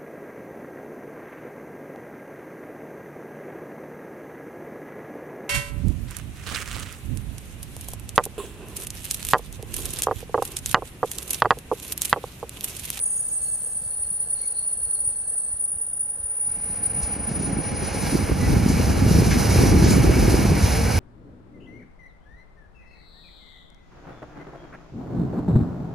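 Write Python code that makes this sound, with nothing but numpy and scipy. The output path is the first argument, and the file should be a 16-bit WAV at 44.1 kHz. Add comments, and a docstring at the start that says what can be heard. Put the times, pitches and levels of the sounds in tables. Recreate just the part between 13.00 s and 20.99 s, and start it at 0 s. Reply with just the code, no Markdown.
"""At the open window of a coach, a passenger train brakes.
The brake blocks make the wheels squeal in a few very high modes, each beating over many Doppler-shifted paths.
This squealing scene, over a low distant train, crossfades into a second, windier one.
There rolling noise, grinding hiss and wind are coloured noise, with short thuds of air on the microphone.
Brief rasps, bursts of band-shaped noise, are the wheels scraping."""
import sys
import numpy as np
from scipy import signal
from scipy.fft import rfft, irfft
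from scipy.io import wavfile
from scipy.ndimage import uniform_filter1d

SR = 44100
rng = np.random.default_rng(int(sys.argv[2]) if len(sys.argv) > 2 else 0)


def wrap_up_sound(samples):
    """Save the sound to the file named by the first command line argument, as 16-bit audio."""
    columns = np.atleast_2d(samples).T
    # keep every value between -1 and 1, then stretch to whole-number steps
    tamed = np.clip(columns, -1, 1)
    steps = np.round(tamed * 32767).astype(np.int16)
    wavfile.write(sys.argv[1], SR, steps)


N = 352359
T = np.arange(N) / SR
HZ = np.fft.rfftfreq(N, 1 / SR)


def gain_of(db):
    """Decibels to amplitude."""
    return 10 ** (np.asarray(db) / 20)


def evened(x):
    """Scales to rms 1."""
    return x / np.sqrt(np.mean(abs(x) ** 2) + 1e-20)


def curve(rows, axis=1):
    """One column of a time table, for every sample."""
    rows = np.array(rows)
    return np.interp(T, rows[:, 0], rows[:, axis])


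def read(rows, axis=1):
    """One column of a frequency table, for every bin."""
    rows = np.array(rows)
    return np.interp(np.log(HZ + 1), np.log(rows[:, 0] + 1), rows[:, axis])


def wander(rate_hz):
    """Smooth chance of rms 1, up to about the given rate."""
    spectrum = rfft(rng.standard_normal(N))
    return evened(irfft(spectrum * np.exp(-(HZ / rate_hz) ** 2), N))


def fade(start, end):
    """Smooth step from 0 at start to 1 at end; it falls instead when end is the earlier moment."""
    return np.sin(np.pi / 2 * np.clip((T - start) / (end - start), 0, 1)) ** 2


def swell(s, half_length):
    """A smooth bump of height 1 around the moment s."""
    return np.exp(-((T - s) / half_length) ** 2)


def pair(a, b, likeness, phase, pan_db):
    """Two unrelated complex signals become what the two microphones pick up."""
    c = np.clip(likeness, 0, 1)
    left = a * gain_of(pan_db / 2)
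    right = (c * a + np.sqrt(1 - c * c) * b) * np.exp(-1j * phase) * gain_of(-pan_db / 2)
    return np.array([left, right])


def noise(colour_db, ports, bursts_db=0):
    """Stereo noise of rms 1: a bursty random force coloured by a spectrum."""
    a, b = rfft(rng.standard_normal((2, N)) * gain_of(bursts_db))
    heard = pair(a, b, read(ports, axis=1), read(ports, axis=2), read(ports, axis=3))
    return evened(irfft(heard * gain_of(colour_db), N))


def steadied(x, size):
    """Holds the power over about size samples near 1 and keeps the faster flutter."""
    power = (abs(x) ** 2).mean(0)
    slow_power = uniform_filter1d(uniform_filter1d(power, size), size // 2)
    return x / np.sqrt(abs(slow_power) + 1e-9)


def paths(hz, spread_hz, likeness, phase, pan_db, skew=1, flank=1.53, size=7000, count=131072):
    """One pure wheel tone over countless paths: mostly small Doppler shifts make them beat together.

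    A skew above 1 reaches further upwards than downwards.
    """
    steps = 96  # points of the beat pattern in a time of 1 / spread
    shift = np.fft.fftfreq(count, 1 / steps)  # in units of the spread
    strength = np.exp(-.45 * abs(shift / skew ** np.sign(shift)) ** flank)
    beats = np.fft.ifft(strength * np.exp(2j * np.pi * rng.random((2, count))))
    # a narrower spread beats more slowly
    drift = np.cumsum(spread_hz * np.ones(N)) / SR * steps % count
    sides = pair(*evened(beats), likeness, phase, pan_db)
    heard = np.array([np.interp(drift, np.arange(count), side) for side in sides])
    return steadied(heard, size=size) * np.exp(2j * np.pi * hz * T)


# The wheels turn ever more slowly from this starting rate;
# the high spot of the tread first meets the block at about HIGH_SPOT_S.
TURNS_PER_S, SLOWING_PER_S2, HIGH_SPOT_S = 3.16, 0.064, 0.094


def wheel_turn():
    """Block pressure, -1 to 1: it swells once in every turn of the slightly uneven wheel."""
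    turns = TURNS_PER_S * (T - HIGH_SPOT_S) - SLOWING_PER_S2 * T ** 2 / 2
    return np.cos(2 * np.pi * turns)


# Wheel resonances that the rail keeps ringing.
# Each row: frequency in Hz, width in Hz, lift in dB.
WHEEL_RESONANCES = [(462, 55, 5), (802, 60, 3), (1080, 34, -3), (1622, 42, 1.5), (2235, 82, 6.5),
                    (2830, 41, 5), (4120, 110, 3.5), (4900, 100, 4.5), (5750, 110, 2.5)]


def wheel_lift():
    """The wheels' resonances as a lift in dB for every bin."""
    return sum(db / (1 + (2 * (HZ - hz) / width) ** 2) for hz, width, db in WHEEL_RESONANCES)


def ringing(x, swing_db=2.0, swing_hz=4.5):
    """Passes rolling noise through the wheels, each resonance coming and going on its own."""
    spectrum = rfft(x)
    out = x
    for hz, width, db in WHEEL_RESONANCES:
        band = irfft(spectrum / (1 + (2 * (HZ - hz) / width) ** 2), N)
        out = out + band * (gain_of(db) - 1) * gain_of(swing_db * wander(swing_hz))
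    return out


# The microphone pair for far sound. Each row: frequency in Hz, left-right likeness from 0 to 1,
# phase by which left leads in radians, left minus right in dB.
FAR_PICKUP = [(60, .5, 0, .4), (330, .5, -.4, -3), (500, .87, .3, -3.8), (1200, .6, -.3, -2),
              (1800, .7, -.3, 2), (2400, .35, -2.7, -2), (3500, .3, -1, -3), (6000, .15, -1, -5.5),
              (8200, .8, -3, 0), (10400, .8, 0, 0)]
# The coach's swaying. Each row: time in seconds, rumble in dB before the trim.
RUMBLE_LEVEL = [(0, -51), (.7, -51.5), (.9, -51), (1.12, -50), (1.3, -54.5), (2, -51.5), (2.4, -55),
                (3.3, -55)]
# Wheels and brake blocks of the coaches further off.
# Each row: time in seconds, rush in dB, brake hiss in dB.
RUSH_LEVEL = [(0, -51, -55), (.7, -52.5, -57), (1.2, -52, -58), (1.5, -52, -57.5), (2.2, -52, -59.5),
              (3, -54, -63), (3.5, -50, -60), (4.3, -40.5, -76), (5, -36, -70)]
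# Their spectra: rumble, rush, brake hiss. Each row: frequency in Hz, relative density in dB.
RUMBLE_SPECTRUM = [(12, -25), (25, -16), (60, 4), (100, -4), (160, -4), (260, -16), (500, -22), (1200, -58)]
RUSH_SPECTRUM = [(150, 4.5), (260, 1.5), (385, -1.5), (430, 2), (480, 3.5), (560, 4), (680, 2.5),
                 (820, 0.5), (950, -3), (1300, -4.5), (1800, -3.5), (2300, -27.5), (3500, -27), (7000, -51)]
DISTANT_HISS_SPECTRUM = [(1500, 2.5), (2600, 6.5), (3800, 3), (6500, 3), (8200, 5), (10200, -25),
                         (11500, -21), (15000, -30)]


def distant_train(rumble_db=0.5, sway_db=1.5, sway_hz=7):
    """Low swaying rumble, soft rush and brake hiss, fading out as the first scene gives way to the second."""
    rumble = steadied(noise(read(RUMBLE_SPECTRUM), FAR_PICKUP, 1.0 * wander(33)), size=12000)
    rumble = rumble * gain_of(curve(RUMBLE_LEVEL) + rumble_db + sway_db * wander(sway_hz))
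    rush = noise(read(RUSH_SPECTRUM) + wheel_lift(), FAR_PICKUP, .5 * wander(9.1))
    rush = rush * gain_of(curve(RUSH_LEVEL, axis=1))
    hiss = noise(read(DISTANT_HISS_SPECTRUM), FAR_PICKUP, .5 * wander(14))
    hiss = hiss * gain_of(curve(RUSH_LEVEL, axis=2))
    return (rumble + rush + hiss) * fade(5.86, 3.8)


# The microphone pair for near sound. Each row: frequency in Hz, left-right likeness from 0 to 1,
# phase by which left leads in radians, left minus right in dB.
NEAR_PICKUP = [(60, .92, 0, -.6), (200, .68, .05, -1.2), (400, .33, .6, -1.8), (800, .38, 1, -5.5),
               (1250, .45, -.7, -2.4), (1900, .997, 0, 0), (4100, .99, 0, 0), (5600, .86, -1.1, 0),
               (6500, .83, -.25, 0), (7300, .7, -.9, 0), (7800, .85, -2.8, 0), (9100, .83, -2.6, 0),
               (10400, .95, 0, 0), (11600, .85, 0, 0), (12700, .95, 3, 0)]
# Wheels on the rails close by.
# Each row: time in seconds, roar in dB and grinding hiss in dB, both before trim and ringing.
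ROLLING_LEVEL = [(3.3, -59, -63), (3.55, -49, -61.5), (4.0, -46, -55), (4.6, -41, -50), (5.05, -35, -39.5),
                 (5.33, -36.5, -44), (5.7, -33.5, -39), (6.2, -33, -37.5), (6.45, -31.5, -34.5),
                 (6.8, -31, -37), (7.1, -31.5, -37.5), (7.35, -31, -36.5), (7.52, -32.5, -38),
                 (7.7, -31, -35.5), (7.99, -31.5, -37.5)]
# Spectra of roar and hiss. Each row: frequency in Hz, relative density in dB.
ROAR_SPECTRUM = [(150, -17), (450, 2.5), (800, 1), (1150, -4), (1650, -4), (1900, -7), (2400, -5.5),
                 (2900, -11), (3400, -19), (5000, -45)]
HISS_SPECTRUM = [(1500, -13.5), (3400, -9.5), (4100, -3), (5800, 1), (6500, -2.5), (7300, -7), (8800, 0.5),
                 (10200, -2), (11400, -8.5), (12200, -3.5), (12900, -10), (14000, -11.5), (15000, -8),
                 (16000, -33)]


def rolling(roar_db=1.78, hiss_db=5.0, roar_turn_db=0.33, hiss_turn_db=1.0, uneven_db=0.6, uneven_hz=9,
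            roar_flicker_db=0.54, hiss_flicker_db=1.13, sizzle_hz=7600):
    """Rough rails ring the wheels; the blocks grind harder once a turn, with a sizzle that opens near 4.8 s."""
    turn, rail_db = wheel_turn(), uneven_db * wander(uneven_hz)
    roar = noise(read(ROAR_SPECTRUM), NEAR_PICKUP, roar_flicker_db * wander(40))
    roar = roar * gain_of(curve(ROLLING_LEVEL, axis=1) + roar_db + roar_turn_db * turn + rail_db)
    hiss = noise(read(HISS_SPECTRUM), NEAR_PICKUP, hiss_flicker_db * wander(33))
    hiss = hiss * gain_of(curve(ROLLING_LEVEL, axis=2) + hiss_db + hiss_turn_db * turn + rail_db)
    dull = irfft(rfft(hiss) / (1 + (HZ / sizzle_hz) ** 16), N)
    sizzle = hiss - dull
    sizzle_share = .05 + .45 * fade(4.73, 4.85) + .5 * fade(4.9, 5.03)
    grinding = (dull + sizzle_share * sizzle) * fade(3.42, 3.47)
    return ringing(roar * fade(2.67, 4.33) + grinding)


# Clear tones that the rolling wheels keep singing.
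# Each row: frequency in Hz, dB relative to the far rush curve, dB relative to the near roar curve.
SINGING_TONES = [(449.5, -17, -26), (534, -13, -17), (831, -11.5, -13), (1057, -23, -29),
                 (1146, -21.5, -38), (2244, -27, -27)]


def singing_wheels(spread_hz=4.5):
    """Narrow wheel tones stand a little out of the rolling noise and follow its level."""
    far = gain_of(curve(RUSH_LEVEL, axis=1)) * fade(6.2, 5.1)
    near = gain_of(curve(ROLLING_LEVEL, axis=1)) * fade(3.27, 3.3)
    out = np.zeros((2, N))
    for hz, far_db, near_db in SINGING_TONES:
        level = far * gain_of(far_db) + near * gain_of(near_db)
        out += paths(hz, spread_hz, 1.0, 0, -2).real * level
    return out


# The wind on the microphone, faded in with the second scene.
# Each row: time in seconds, buffeting in dB and flutter in dB, both before gusts and trim.
WIND_LEVEL = [(3.35, -48, -62), (3.6, -45, -48), (4.5, -32, -30.5), (4.95, -32, -31), (5.45, -21, -24),
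              (5.95, -22, -24.5), (6.45, -19, -25.5), (6.7, -16.5, -18.5), (7.99, -22, -27.5)]
# Strong gusts and short lulls. Each row: centre in seconds, half length in seconds,
# buffeting lift in dB, flutter lift in dB.
WIND_GUSTS = [(4.048, 0.034, 0, -9), (4.526, 0.23, -1, 2.5), (5.13, 0.029, -3, 9), (5.529, 0.037, 4.5, 2.5),
              (6.172, 0.13, 2.5, 6.5), (6.88, 0.08, -0.5, 1.5), (7.313, 0.05, 0.5, 3),
              (7.927, 0.027, 1, 2.5)]
# Speed of the air past the microphone. Each row: time in seconds, speed from 0 slow to 1 fast.
AIRFLOW = [(3.3, 0.091), (5.8, 0.15), (6.4, 0.34), (6.75, 0.73), (7.35, 1), (7.6, 0.21), (8, 0.11)]
# Spectra of buffeting and of flutter in slow air. Each row: frequency in Hz, relative density in dB.
BUFFET_SPECTRUM = [(12, -34), (25, -29), (45, -3), (65, 0), (95, -1.5), (140, -6), (200, -8.5),
                   (300, -17.5), (600, -38), (1500, -71)]
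FLUTTER_SPECTRUM = [(60, -20), (130, -5), (190, 0), (270, -2.5), (380, -11.5), (600, -27.5), (1000, -28),
                    (2500, -76)]


def wind(buffet_db=1, flutter_db=-1.5, buffet_burst_db=1.5, flutter_burst_db=3.5,
         buffet_lump_db=1.0, flutter_lump_db=2.0, lump_hz=16, fast_stretch=1.29):
    """Wind comes in lumps and eddies: big ones buffet, small ones flutter, higher in pitch in faster air."""
    eddies = wander(59)
    buffet = noise(read(BUFFET_SPECTRUM), NEAR_PICKUP, buffet_burst_db * eddies)
    buffet = steadied(buffet, size=6000)
    slow_colour_db = read(FLUTTER_SPECTRUM)
    fast_colour_db = np.interp(HZ / fast_stretch, HZ, slow_colour_db)
    slow = noise(slow_colour_db, NEAR_PICKUP, flutter_burst_db * eddies)
    fast = noise(fast_colour_db, NEAR_PICKUP, flutter_burst_db * eddies)
    speed = np.clip(curve(AIRFLOW), 0, 1)
    flutter = steadied(np.sqrt(1 - speed) * slow + np.sqrt(speed) * fast, size=6000)
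    buffet_level_db = curve(WIND_LEVEL, axis=1) + buffet_db + buffet_lump_db * wander(lump_hz)
    flutter_level_db = curve(WIND_LEVEL, axis=2) + flutter_db + flutter_lump_db * wander(lump_hz)
    for s, half_length, buffet_lift_db, flutter_lift_db in WIND_GUSTS:
        gust = swell(s, half_length)
        buffet_level_db = buffet_level_db + buffet_lift_db * gust
        flutter_level_db = flutter_level_db + flutter_lift_db * gust
    return (buffet * gain_of(buffet_level_db) + flutter * gain_of(flutter_level_db)) * fade(3.34, 3.574)


# Single low thuds and wind slaps.
# Each row: centre in seconds, push in dB, frequency of the push in Hz, snap in dB.
WIND_THUDS = [(.76, -44, 165, -62), (.825, -39, 160, -62), (.87, -38, 100, -60), (1.005, -40, 69.9, -62),
              (1.06, -41, 65, -66), (1.118, -36, 150, -54), (1.87, -38, 80, -60), (2.08, -37, 90, -60),
              (2.543, -35.5, 74.6, -56), (2.765, -40, 70, -66), (3.038, -43, 130, -60),
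              (3.205, -37.5, 75, -62), (3.245, -37, 70, -62), (3.7, -29, 150.8, -33),
              (3.985, -27, 172, -36), (4.04, -22.5, 55.2, -40), (4.165, -27, 150, -31),
              (4.317, -16, 160, -26), (4.412, -22, 200, -24), (4.435, -20, 139, -22),
              (4.533, -14.5, 149.6, -24), (4.948, -28, 200, -20), (5.298, -22, 140, -15),
              (5.48, -17, 109, -21), (5.531, -19, 110, -14.5), (5.571, -9.5, 169, -29),
              (5.664, -5.5, 189, -15), (5.8, -14, 203, -11), (6.065, -8, 101, -14),
              (6.114, -4.5, 167.4, -12), (6.189, -9, 150, -12), (6.222, -10, 110, -11),
              (6.56, -17, 150, -11), (6.592, -5.5, 94, -11), (6.637, -11, 110, -7.5), (6.72, -7, 74.5, -26),
              (6.738, -13, 150, -10.5), (6.826, -10, 170, -11), (6.845, -6, 90.5, -18),
              (6.864, -14, 150, -10.5), (6.887, -8, 130, -14), (6.966, -8, 120, -22),
              (6.982, -16, 150, -8.5), (7.047, -27, 150, -9), (7.097, -7, 67, -6), (7.17, -18, 120, -11.5),
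              (7.227, -15, 150, -13), (7.282, -12, 130, -8.5), (7.344, -4, 70.4, -7),
              (7.454, -15, 151, -13.5), (7.52, -7.5, 136, -12), (7.644, -8, 88.7, -24)]


def thuds(cycles=0.65, snap_hz=345, snap_cycles=0.65):
    """Each thud is one short push and pull of air, with a quicker snap where the eddy breaks on the microphone."""
    out = np.zeros((2, N))
    for s, push_db, push_hz, snap_db in WIND_THUDS:
        near = abs(T - s) < .06
        push = (push_db, push_hz, cycles, .21)
        snap = (snap_db, snap_hz, snap_cycles, .5)
        for level_db, rate, width, apart in (push, snap):
            turns = (T[near] - s) * rate
            # the two sides differ by a random phase of about apart radians
            phase = 2 * np.pi * rng.random() + apart * rng.standard_normal((2, 1))
            wave = np.exp(-(turns / width) ** 2) * np.cos(2 * np.pi * turns + phase)
            out[:, near] += gain_of(level_db) * wave
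    return out


# Scrapes and spits of the running gear.
# Each row: start in seconds, level in dB before the envelope, centre in Hz, decay length in seconds.
GEAR_SCRAPES = [(0.832, -62, 4700, .08), (1.38, -59.5, 5200, 0.14), (3.735, -56, 5410, .06),
                (3.83, -53, 5470, .06), (4.019, -40, 5860, .045), (4.285, -48, 5400, .06),
                (4.392, -47.5, 5500, .12), (4.01, -50, 10500, .025), (4.8, -51, 11500, .05),
                (4.84, -47, 6500, 0.082), (5.68, -35.5, 6760, 0.054), (6.303, -34, 5370, .05),
                (6.306, -29, 1820, 0.05), (6.56, -35, 2070, .06), (6.837, -30.5, 4900, 0.055),
                (6.896, -30, 6000, 0.06), (6.9, -35, 10500, .06), (7.62, -36, 5500, 0.081),
                (7.645, -37, 2250, 0.093)]


def scrapes(octaves=0.56, attack=0.008, size=16384):
    """Short rasps of wheel on rail: band-shaped noise with a quick rise and a slower fall."""
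    out, grit = np.zeros((2, N)), noise(0, NEAR_PICKUP)
    for s, db, hz, length in GEAR_SCRAPES:
        at = np.flatnonzero(T >= s)[:size]
        age, bins = T[at] - s, np.fft.rfftfreq(len(at), 1 / SR)
        band_db = -6 * (np.log2((bins + 1) / hz) / octaves) ** 2
        rasp = evened(irfft(rfft(grit[:, at]) * gain_of(band_db), len(at)))
        envelope = np.minimum(age / attack, 1) * np.exp(-(age / length) ** 2)
        out[:, at] += rasp * gain_of(db) * envelope
    return out


# Weaker modes that swell and fade. Each row: frequency in Hz, spread in Hz, loudest moment in seconds,
# rise in seconds, fall in seconds, peak level in dB before the trim, pan in dB (left minus right),
# left-right likeness from 0 to 1.
SIDE_MODES = [(6638, 35, 0.064, 1, 0.97, -50.5, -4, 0.46), (13930, 70, .25, 1.45, 1.15, -55.5, 0, 0.13),
              (5360, 70, 0.34, 1.4, 0.98, -68.5, -5, .3), (14850, 150, 1.0, 1.7, 1.6, -66, -1, 0.58),
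              (7500, 70, 0.49, 2.8, 3.6, -70, -9, .4), (2220, 55, 1.44, 0.055, 0.075, -61, 0, 0.39),
              (9225, 45, 1.8, 4.4, 3.9, -68, -8, .4), (10215, 66, 1.8, 5.5, 2.7, -60.5, 5, .6),
              (4700, 130, 0.84, .07, .1, -67, -4, .4), (4060, 55, 1.575, .06, .07, -61, -4, .4),
              (5690, 40, 6.68, .25, 0.27, -44, 0, .85), (6550, 80, 1.44, 0.11, 0.18, -63.5, -5.5, .4),
              (6630, 45, 2.2, .3, .4, -72, -4, 0.35), (1982, 7, 5.43, 0.054, 0.092, -40.5, 2, 0.97)]


def side_squeals(edge_db=22, level_db=5.5, waver_db=2.0):
    """Other wheel modes catch for a while, swell unevenly and let go."""
    out = np.zeros((2, N))
    grip_db = level_db + waver_db * wander(8.7)
    for hz, spread, s, rise, fall, db, pan_db, likeness in SIDE_MODES:
        away = np.where(T < s, (s - T) / rise, (T - s) / fall)
        drop_db = edge_db * np.minimum(away, 3) ** 2  # edge_db down at the end of rise or fall
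        out += paths(hz, spread, likeness, 0, pan_db).real * gain_of(db + grip_db - drop_db)
    return out


# A lower, fainter mode. Each row: time in seconds, level in dB before trim and grabs.
FAINT_LEVEL = [(.2, -78), (.42, -64), (.7, -67), (1.0, -62), (1.45, -60.5), (2.1, -62), (2.52, -65),
               (2.7, -80), (2.9, -86)]
# Moments when it grabs. Each row: centre in seconds, lift in dB.
FAINT_GRABS = [(.47, 10), (1.385, 11.5), (1.46, 9), (1.59, 11), (1.97, 7.5)]


def faint_squeal(hz=4362, spread_hz=30, level_db=4, pan_db=-5, waver_db=2.0, waver_hz=14, grab_s=0.04,
                 halo_hz=4200, halo_spread_hz=120, halo_db=-12):
    """A lower wheel mode that sings on inside a rough halo and grabs now and then."""
    grab_db = sum(db * swell(s, grab_s) for s, db in FAINT_GRABS)
    grip_db = curve(FAINT_LEVEL) + level_db + waver_db * wander(waver_hz) + grab_db
    tone = paths(hz, spread_hz, 0.5, 0, pan_db, size=2400)
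    halo = paths(halo_hz, halo_spread_hz, .3, 0, pan_db) * gain_of(halo_db)
    return (tone + halo).real * gain_of(grip_db) * fade(0.091, .3) * fade(3.1, 2.8)


# The two strong squeal modes, high and low. Each row: time in seconds, level in dB before the trim.
HIGH_LEVEL = [(0.0, -32), (0.7, -35), (1.3, -31.0), (1.9, -30.5), (2.3, -33), (3.2, -32), (3.5, -30.5),
              (4.12, -32), (4.17, -33.5), (4.7, -36.5), (5.17, -41), (5.25, -46), (5.6, -53)]
LOW_LEVEL = [(0.0, -42.5), (0.6, -43), (1.15, -51), (1.6, -51.5), (2.4, -44.5), (2.75, -57), (2.88, -65),
             (3.25, -69.5), (3.55, -58.5), (3.8, -57), (4.3, -56.5), (4.42, -66), (4.49, -59), (4.56, -70),
             (4.7, -67), (4.8, -74), (4.95, -77)]
# Each mode: frequency in Hz, left-right likeness from 0 to 1, phase by which left leads in radians.
HIGH_TONE, LOW_TONE = (9675, .98, -1.5), (8620, .88, -2.75)
# Doppler spread of the high mode's paths. 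Each row: time in seconds, spread in Hz.
DOPPLER_SPREAD = [(0, 45), (.7, 45.8), (1.2, 30.4), (2.2, 32.3), (3.2, 29), (3.9, 21), (4.4, 14.1),
                  (5.7, 11)]
# The high mode flares or slackens for an instant. Each row: centre in seconds, lift in dB.
HIGH_FLARES = [(.035, 4.5), (.27, -1), (1.133, 2.5), (1.215, 4.5), (1.615, 1.5), (1.676, 3), (1.851, 3.5),
               (1.914, 5), (2.081, 7.5), (2.255, -7), (2.34, 2), (2.45, -1), (2.55, -4.5), (2.645, 4),
               (2.725, 4.5), (3.005, 4.5), (3.12, -3.5), (3.22, -3), (3.416, 5), (3.471, 4), (3.555, -1),
               (3.692, 4), (3.79, -3), (3.86, 7), (4.115, 2.5), (4.17, -6)]


def squeal(low_share=.9, low_spread_hz=22, high_db=7.0, low_db=17, turn_db=0.5, waver_db=1.0, waver_hz=9,
           low_waver_db=1.2, low_waver_hz=11, flare_s=0.019, rough_db=-33.5, rough_hz=750,
           skirt_db=-25, skirt_hz=190, sideband_db=11, difference_db=-12):
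    """Two self-excited modes throb with the wheel and combine, with a rough noisy edge, strongest when loud."""
    spread, turn = curve(DOPPLER_SPREAD), turn_db * wheel_turn()
    flare_db = sum(db * swell(s, flare_s) for s, db in HIGH_FLARES)

    high = paths(HIGH_TONE[0], spread, *HIGH_TONE[1:], 0, skew=1.32, size=6000)
    # in a flare one path leads and the beating eases
    high = high + np.clip(flare_db / 6, 0, 1) * (steadied(high, size=1400) - high)
    high_level_db = curve(HIGH_LEVEL) + turn + waver_db * wander(waver_hz) + flare_db + high_db
    high = high * gain_of(high_level_db) * fade(5.9, 5.8)

    low_spread = np.maximum(low_share * spread, low_spread_hz)
    low = paths(LOW_TONE[0], low_spread, *LOW_TONE[1:], 0, skew=1.04, size=8000)
    low_level_db = curve(LOW_LEVEL) + turn + low_waver_db * wander(low_waver_hz) + low_db
    low = low * gain_of(low_level_db) * fade(5.2, 4.8)

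    sideband = gain_of(sideband_db) * high * high * low.conj()  # at twice high minus low
    difference = gain_of(difference_db) * high * low.conj()  # at high minus low
    roughness = evened(wander(rough_hz) + 1j * wander(rough_hz))
    roughness = gain_of(rough_db) * roughness * evened(abs(high)) / 2
    skirt = gain_of(skirt_db) * evened(wander(skirt_hz) + 1j * wander(skirt_hz))
    return ((high + low) * (1 + roughness + skirt) + sideband + difference).real


def scene():
    """All that reaches the window."""
    background = distant_train() + rolling() + singing_wheels() + wind() + thuds()
    brakes = scrapes() + side_squeals() + faint_squeal() + squeal()
    return background + brakes


EDGE_HZ = 15650  # cutoff of the treble in Hz


def record(dry):
    """The recorder rounds off the tallest peaks towards 0.9 and cuts the treble above the cutoff."""
    rounded = dry / (1 + abs(dry / .9) ** 6) ** (1 / 6)
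    lowpass = signal.firwin(511, EDGE_HZ, window=("kaiser", 9), fs=SR)
    return signal.oaconvolve(rounded, lowpass[None], "same", axes=1)


dry = scene()
out = record(dry)
wrap_up_sound(out)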